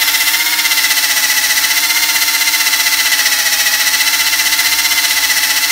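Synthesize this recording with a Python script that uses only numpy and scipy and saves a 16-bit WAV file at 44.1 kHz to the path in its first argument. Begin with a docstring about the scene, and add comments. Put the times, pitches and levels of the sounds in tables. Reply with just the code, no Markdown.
"""A wire wheel on a cordless drill scrubs a rusty steel part, close by in a workshop.
The wheel runs out of true: once a turn, about 15 times a second, the wires bite, the motor sags
and the loaded gears whine. Between bites the tips skim the steel and the motor hums on.
The bench reflects the hiss; a low room rumble lies underneath."""
import sys
import numpy as np
from scipy.fft import rfft, irfft, next_fast_len
from scipy.io import wavfile
from scipy.ndimage import map_coordinates

SR = 44100
rng = np.random.default_rng(int(sys.argv[2]) if len(sys.argv) > 2 else 0)


def wav_out(sig):
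    """Save sig, one row per channel (or a flat mono array), as 16-bit PCM at SR to the path in sys.argv[1]."""
    wavfile.write(sys.argv[1], SR, np.round(np.clip(np.atleast_2d(sig).T, -1, 1) * 32767).astype(np.int16))


N = 251811

# Workshop rumble spectrum (frequency [Hz], relative density [dB])
RUMBLE_SPECTRUM = [(15, -22), (30, 0), (48, 0), (62, 8), (80, 3), (110, 1.5), (160, -18), (205, -5),
                   (260, -21), (700, -24.5)]
# Motor speed before per-bite sag; harder pressure slows it (time [s], speed [turns/s])
MOTOR_SPEED = [(0.0, 297.6), (0.25, 295.6), (0.51, 314.8), (0.73, 297.6), (1.19, 286.4), (1.53, 287.2),
               (1.99, 306.2), (2.18, 297.9), (2.5, 301.2), (2.74, 293.2), (2.99, 295.3), (3.36, 281.5),
               (3.66, 280.1), (4.17, 296.7), (4.5, 294.0), (4.86, 302.7), (5.25, 290.9), (5.59, 288.4),
               (5.71, 301.0)]
# Motor and first gear stage (multiple of motor speed [1], free level [dB], loaded level [dB],
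# boost at half load [dB], boost at top speed [dB], phase jitter [rad])
MOTOR_LINES = [(1.008, -40.5, -46.5, -2, 2.5, .06), (2.344, -48, -42.5, 10, -1, 0.23),
               (2.998, -34.5, -33, 4, 1.5, 0.36), (4.646, -43, -36.5, 4, 8.5, 0.54),
               (6.98, -30.5, -45, 9.5, -2, 0.52), (9.163, -34, -27.5, 1.5, -3.5, 0.83),
               (11.45, -31.5, -31.5, -3, 2, 1.45), (13.61, -35, -31, 5, 2, 1.1),
               (32.16, -35, -51, 6, 2, 0.39)]
# Output gear stage (multiple of mesh rate [1], relative level [dB])
MESH_HARMONICS = [(2, -14.5), (3, -28), (4, -33), (6, -26.5)]
# Drill housing resonances (frequency [Hz], width [Hz], gain [dB])
HOUSING_MODES = [(1368, 28, 3.5), (2743, 51, 3.5), (3030, 40, 3), (4096, 74, 4.5), (5750, 100, 9.5),
                 (9420, 120, 1.5)]
# Steel and wire peaks and dips (frequency [Hz], width [Hz], first spot [dB], second spot [dB])
STEEL_RING = [(1060, 12, 1, 3.5), (1376, 11.7, 7.5, 5), (1840, 185, 3.5, 3), (3020, 43, 2, 5),
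              (3460, 290, 3.5, -1.5), (4180, 230, -3, 2.5), (4800, 110, -4.5, -2.5), (5450, 214, 5.5, 3),
              (6000, 460, -1.5, 3.5), (6420, 390, -1.5, -1), (7630, 110, -10, -5.5), (8260, 240, -3.5, 2.5),
              (9750, 480, 1, 2.5), (10360, 280, -3, -2), (11950, 620, 4.5, 5.5), (13340, 400, 4.5, 4),
              (14800, 330, 2, 5.5)]
# Wheel sliding along the part (time [s], share of second spot [0-1])
SPOT_SHARE = [(0, 0), (.65, 0.2), (.95, 1), (5.71, 1)]
# Wire tips digging in (frequency [Hz], relative density [dB])
BITE_SPECTRUM = [(20, -50), (200, -17), (520, -17.5), (1000, -12), (1500, -2.5), (2100, 0.5), (2400, -2.5),
                 (3100, 2), (4500, 1), (6200, -4), (7500, -3.5), (11000, -8.5), (15800, -15.5)]
# Wire tips skimming (frequency [Hz], relative density [dB])
SKIM_SPECTRUM = [(20, -73), (200, -16.5), (520, -15.5), (1150, -6), (1450, -2), (2100, 2.5), (2400, -3),
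                 (3100, -4), (4300, 2), (6300, -2), (7600, -4), (11000, -9.5), (15800, -6.5)]
# Bite strength; weakest early on (time [s], relative level [dB])
BITE_LEVEL = [(0, -10.5), (.29, -12.5), (.43, -16), (.66, -9.5), (.9, -9.5), (1.35, -12.5), (2.15, -11.5),
              (2.43, -12.5), (2.65, -11), (3.15, -9.6), (3.55, -11.5), (4.3, -10.5), (5.4, -10.5),
              (5.71, -13)]
# Scrub treble shelf; dulls as work goes on (time [s], gain [dB])
SCRUB_TREBLE = [(0, 1.5), (.3, 3), (.55, 0), (2.4, 0.5), (2.9, -0.9), (5.71, -0.8)]

GEAR_RATIO, MESH_PER_MOTOR_TURN = 19.2247, 3.415
RUMBLE_DB, RUMBLE_DB_PER_S, RUMBLE_SWING_DB = -49.5, 0.25, 0.5
WHINE_DB, WHINE_SCATTER_DB = -0.3, 0.8
LABOUR_HZ, LABOUR_DB_PER_HZ = 286, 0.4  # whine fades below this motor speed
FREE_HZ, FREE_DB_PER_HZ = 302, 0.1  # above it the gears run lightly
SKIM_DB, SKIM_DB_PER_PRESS, SKIM_FIRST_SPOT_DB = -15.5, 5, -0.57
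BITE_TRIM_DB, BITE_SCATTER_DB = -3, 0.5
TOP_HZ = 15750


def amp(db):
    """dB to gain."""
    return 10 ** (np.asarray(db) / 20)


def unit(x):
    """Scale to rms 1."""
    return x / np.sqrt(np.mean(x ** 2) + 1e-20)


def spectrum_db(points, hz):
    """Interpolate (frequency [Hz], level [dB]) on a log axis."""
    knots_hz, db = np.transpose(points)
    return np.interp(np.log(hz + 1), np.log(knots_hz), db)


def peaks_db(peaks, hz):
    """Sum Gaussian peaks (frequency [Hz], width [Hz], gain [dB])."""
    return sum(db * np.exp(-.5 * ((hz - mid_hz) / width_hz) ** 2) for mid_hz, width_hz, db in peaks)


def curve(points):
    """Interpolate (time [s], value) per sample."""
    return np.interp(np.arange(N) / SR, *np.transpose(points))


def wobble(rate_hz):
    """Smooth random curve, rms 1."""
    knots = rng.standard_normal(int(N * rate_hz / SR) + 4)
    return unit(map_coordinates(knots, [np.arange(N) * rate_hz / SR]))


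def filtered(x, response):
    """Zero-phase filter with gain response(hz)."""
    size = next_fast_len(N + 8192)
    return irfft(rfft(x, size) * response(np.fft.rfftfreq(size, 1 / SR)), size)[:N]


def treble(x, corner_hz):
    """Soft high-pass."""
    return filtered(x, lambda hz: hz ** 4 / (hz ** 4 + corner_hz ** 4))


def swell(turns, centre_turns, width_turns):
    """One smooth bump per turn, peak 1."""
    offset_turns = (turns - centre_turns + .5) % 1 - .5
    return np.exp(-np.abs(offset_turns / width_turns) ** np.e)


def workshop():
    """Low, uneven room rumble, rising slightly."""
    rumble = unit(filtered(rng.standard_normal(N), lambda hz: amp(spectrum_db(RUMBLE_SPECTRUM, hz))))
    return amp(RUMBLE_DB + RUMBLE_DB_PER_S * np.arange(N) / SR + RUMBLE_SWING_DB * wobble(4.4)) * rumble


def bench(x, echo_db, count):
    """Tools and tins add weak early reflections of the hiss."""
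    delays_s = rng.uniform(.001, .007, count)
    echoes = sum(np.pad(x, (round(s * SR), 0))[:N] for s in delays_s) / np.sqrt(count)
    return x + amp(echo_db) * treble(echoes, corner_hz=4500)


def housing(x):
    """Tones swell as they glide through the drill body's resonances."""
    return filtered(x, lambda hz: amp(peaks_db(HOUSING_MODES, hz)))


def motor(motor_turns, speed_hz, load):
    """Rotor and fast gear tones; levels follow speed and load."""
    overspeed = (speed_hz - speed_hz.mean()) / (speed_hz.max() - speed_hz.mean())
    backlash = 4 * load * (1 - load)  # teeth rattle at half load
    hum = np.zeros(N)
    for multiple, free_db, loaded_db, backlash_db, speed_db, jitter_rad in MOTOR_LINES:
        level_db = free_db + (loaded_db - free_db) * load + backlash_db * backlash + speed_db * overspeed
        flutter_db = 2 * jitter_rad * wobble(90)
        phase_rad = 2 * np.pi * multiple * motor_turns + jitter_rad * wobble(70)
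        hum += amp(level_db + flutter_db) * np.sin(phase_rad)
    return np.sqrt(2) * hum


def gears(motor_turns, speed_hz, torque):
    """Output teeth whine under load; pitch falls through each bite."""
    labour_db = LABOUR_DB_PER_HZ * np.maximum(LABOUR_HZ - speed_hz, 0)
    free_db = FREE_DB_PER_HZ * np.maximum(speed_hz - FREE_HZ, 0)
    whine_db = WHINE_DB - labour_db - free_db + WHINE_SCATTER_DB * wobble(15)
    windup_rad = 0.36 * torque  # the train twists and springs back
    jitter_rad = 0.15 * wobble(40) + 0.078 * wobble(400)
    mesh_rad = 2 * np.pi * MESH_PER_MOTOR_TURN * motor_turns + windup_rad + jitter_rad
    tones = sum(amp(db + 0.61 * wobble(130)) * np.sin(multiple * mesh_rad + 0.096 * wobble(44))
                for multiple, db in MESH_HARMONICS)
    return np.sqrt(2) * amp(whine_db) * torque ** 1.45 * tones


def wheel_runout(speed_hz, press):
    """One bite per turn sags the motor; pressure makes it earlier and longer."""
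    turns = np.cumsum(speed_hz) / SR / GEAR_RATIO
    centre_turns = .348 - 0.86 * press + 0.0045 * wobble(9.8)
    depth = swell(turns, centre_turns, width_turns=0.22 + 0.4 * press)
    graze = swell(turns, centre_turns - .15, width_turns=0.19)  # longest wires arrive first
    torque = swell(turns, centre_turns - .012, width_turns=0.25 + 0.17 * press)
    # stray tuft on the far side
    tuft = swell(turns, centre_turns + 0.553, width_turns=0.027) * amp(3 * wobble(14))
    sag_hz = (5.24 + 40 * press) * np.sin(2 * np.pi * (turns - .358))
    motor_turns = np.cumsum(speed_hz - sag_hz) / SR
    return motor_turns, graze, depth + 0.094 * tuft, torque + 0.31 * tuft


def wire_strikes(rate_hz, clump_db):
    """Dense, uneven flicks of single wire tips, arriving in tufts."""
    hits = rng.random(N) < rate_hz / SR
    signs = np.sign(rng.standard_normal(N))
    sizes = amp(3 * rng.standard_normal(N))
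    return unit(hits * signs * sizes * amp(clump_db * wobble(550) + 0.38 * wobble(110)))


def steel(strikes, spectrum, spot_share):
    """The part colours the strikes; its ring crossfades between two contact spots."""
    spots = []
    for spot in range(2):
        ring = [(mid_hz, width_hz, gains_db[spot]) for mid_hz, width_hz, *gains_db in STEEL_RING]
        coloured = filtered(strikes, lambda hz: amp(spectrum_db(spectrum, hz) + peaks_db(ring, hz)))
        spots.append(unit(coloured))
    return (1 - spot_share) * spots[0] + spot_share * spots[1]


def wire_brush(graze, depth, press):
    """Wires scrub hard in each bite and skim all the way round."""
    spot_share = np.clip(curve(SPOT_SHARE), 0, 1)
    bite_db = curve(BITE_LEVEL) + BITE_TRIM_DB + BITE_SCATTER_DB * wobble(15)
    skim_db = SKIM_DB + SKIM_DB_PER_PRESS * press + SKIM_FIRST_SPOT_DB * (1 - spot_share)
    bite_strikes = wire_strikes(rate_hz=11000, clump_db=-0.5)
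    skim_strikes = wire_strikes(rate_hz=14000, clump_db=0.6)
    bite = depth * amp(bite_db) * steel(bite_strikes, BITE_SPECTRUM, spot_share)
    skim = amp(skim_db) * steel(skim_strikes, SKIM_SPECTRUM, spot_share)
    swish = 0.25 * graze * treble(skim, corner_hz=4200)
    scrub = bite + skim + swish
    return scrub + (amp(curve(SCRUB_TREBLE)) - 1) * treble(scrub, corner_hz=7500)


def scene():
    """Room, drill and brush; both channels alike."""
    speed_hz = curve(MOTOR_SPEED)
    press = 1 - speed_hz / speed_hz.mean()  # hand pressure as share of mean speed lost
    motor_turns, graze, depth, torque = wheel_runout(speed_hz, press)
    drill = housing(motor(motor_turns, speed_hz, depth) + gears(motor_turns, speed_hz, torque))
    scrub = bench(wire_brush(graze, depth, press), echo_db=-15, count=8)
    mono = workshop() + drill + scrub
    return np.array([mono, mono])


def record(dry):
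    """Soft-limit peaks; cut above TOP_HZ."""
    rounded = dry / (1 + np.abs(dry / 1.05) ** 6) ** (1 / 6)
    return np.array([filtered(channel, lambda hz: hz < TOP_HZ) for channel in rounded])


dry = scene()
out = record(dry)
wav_out(out)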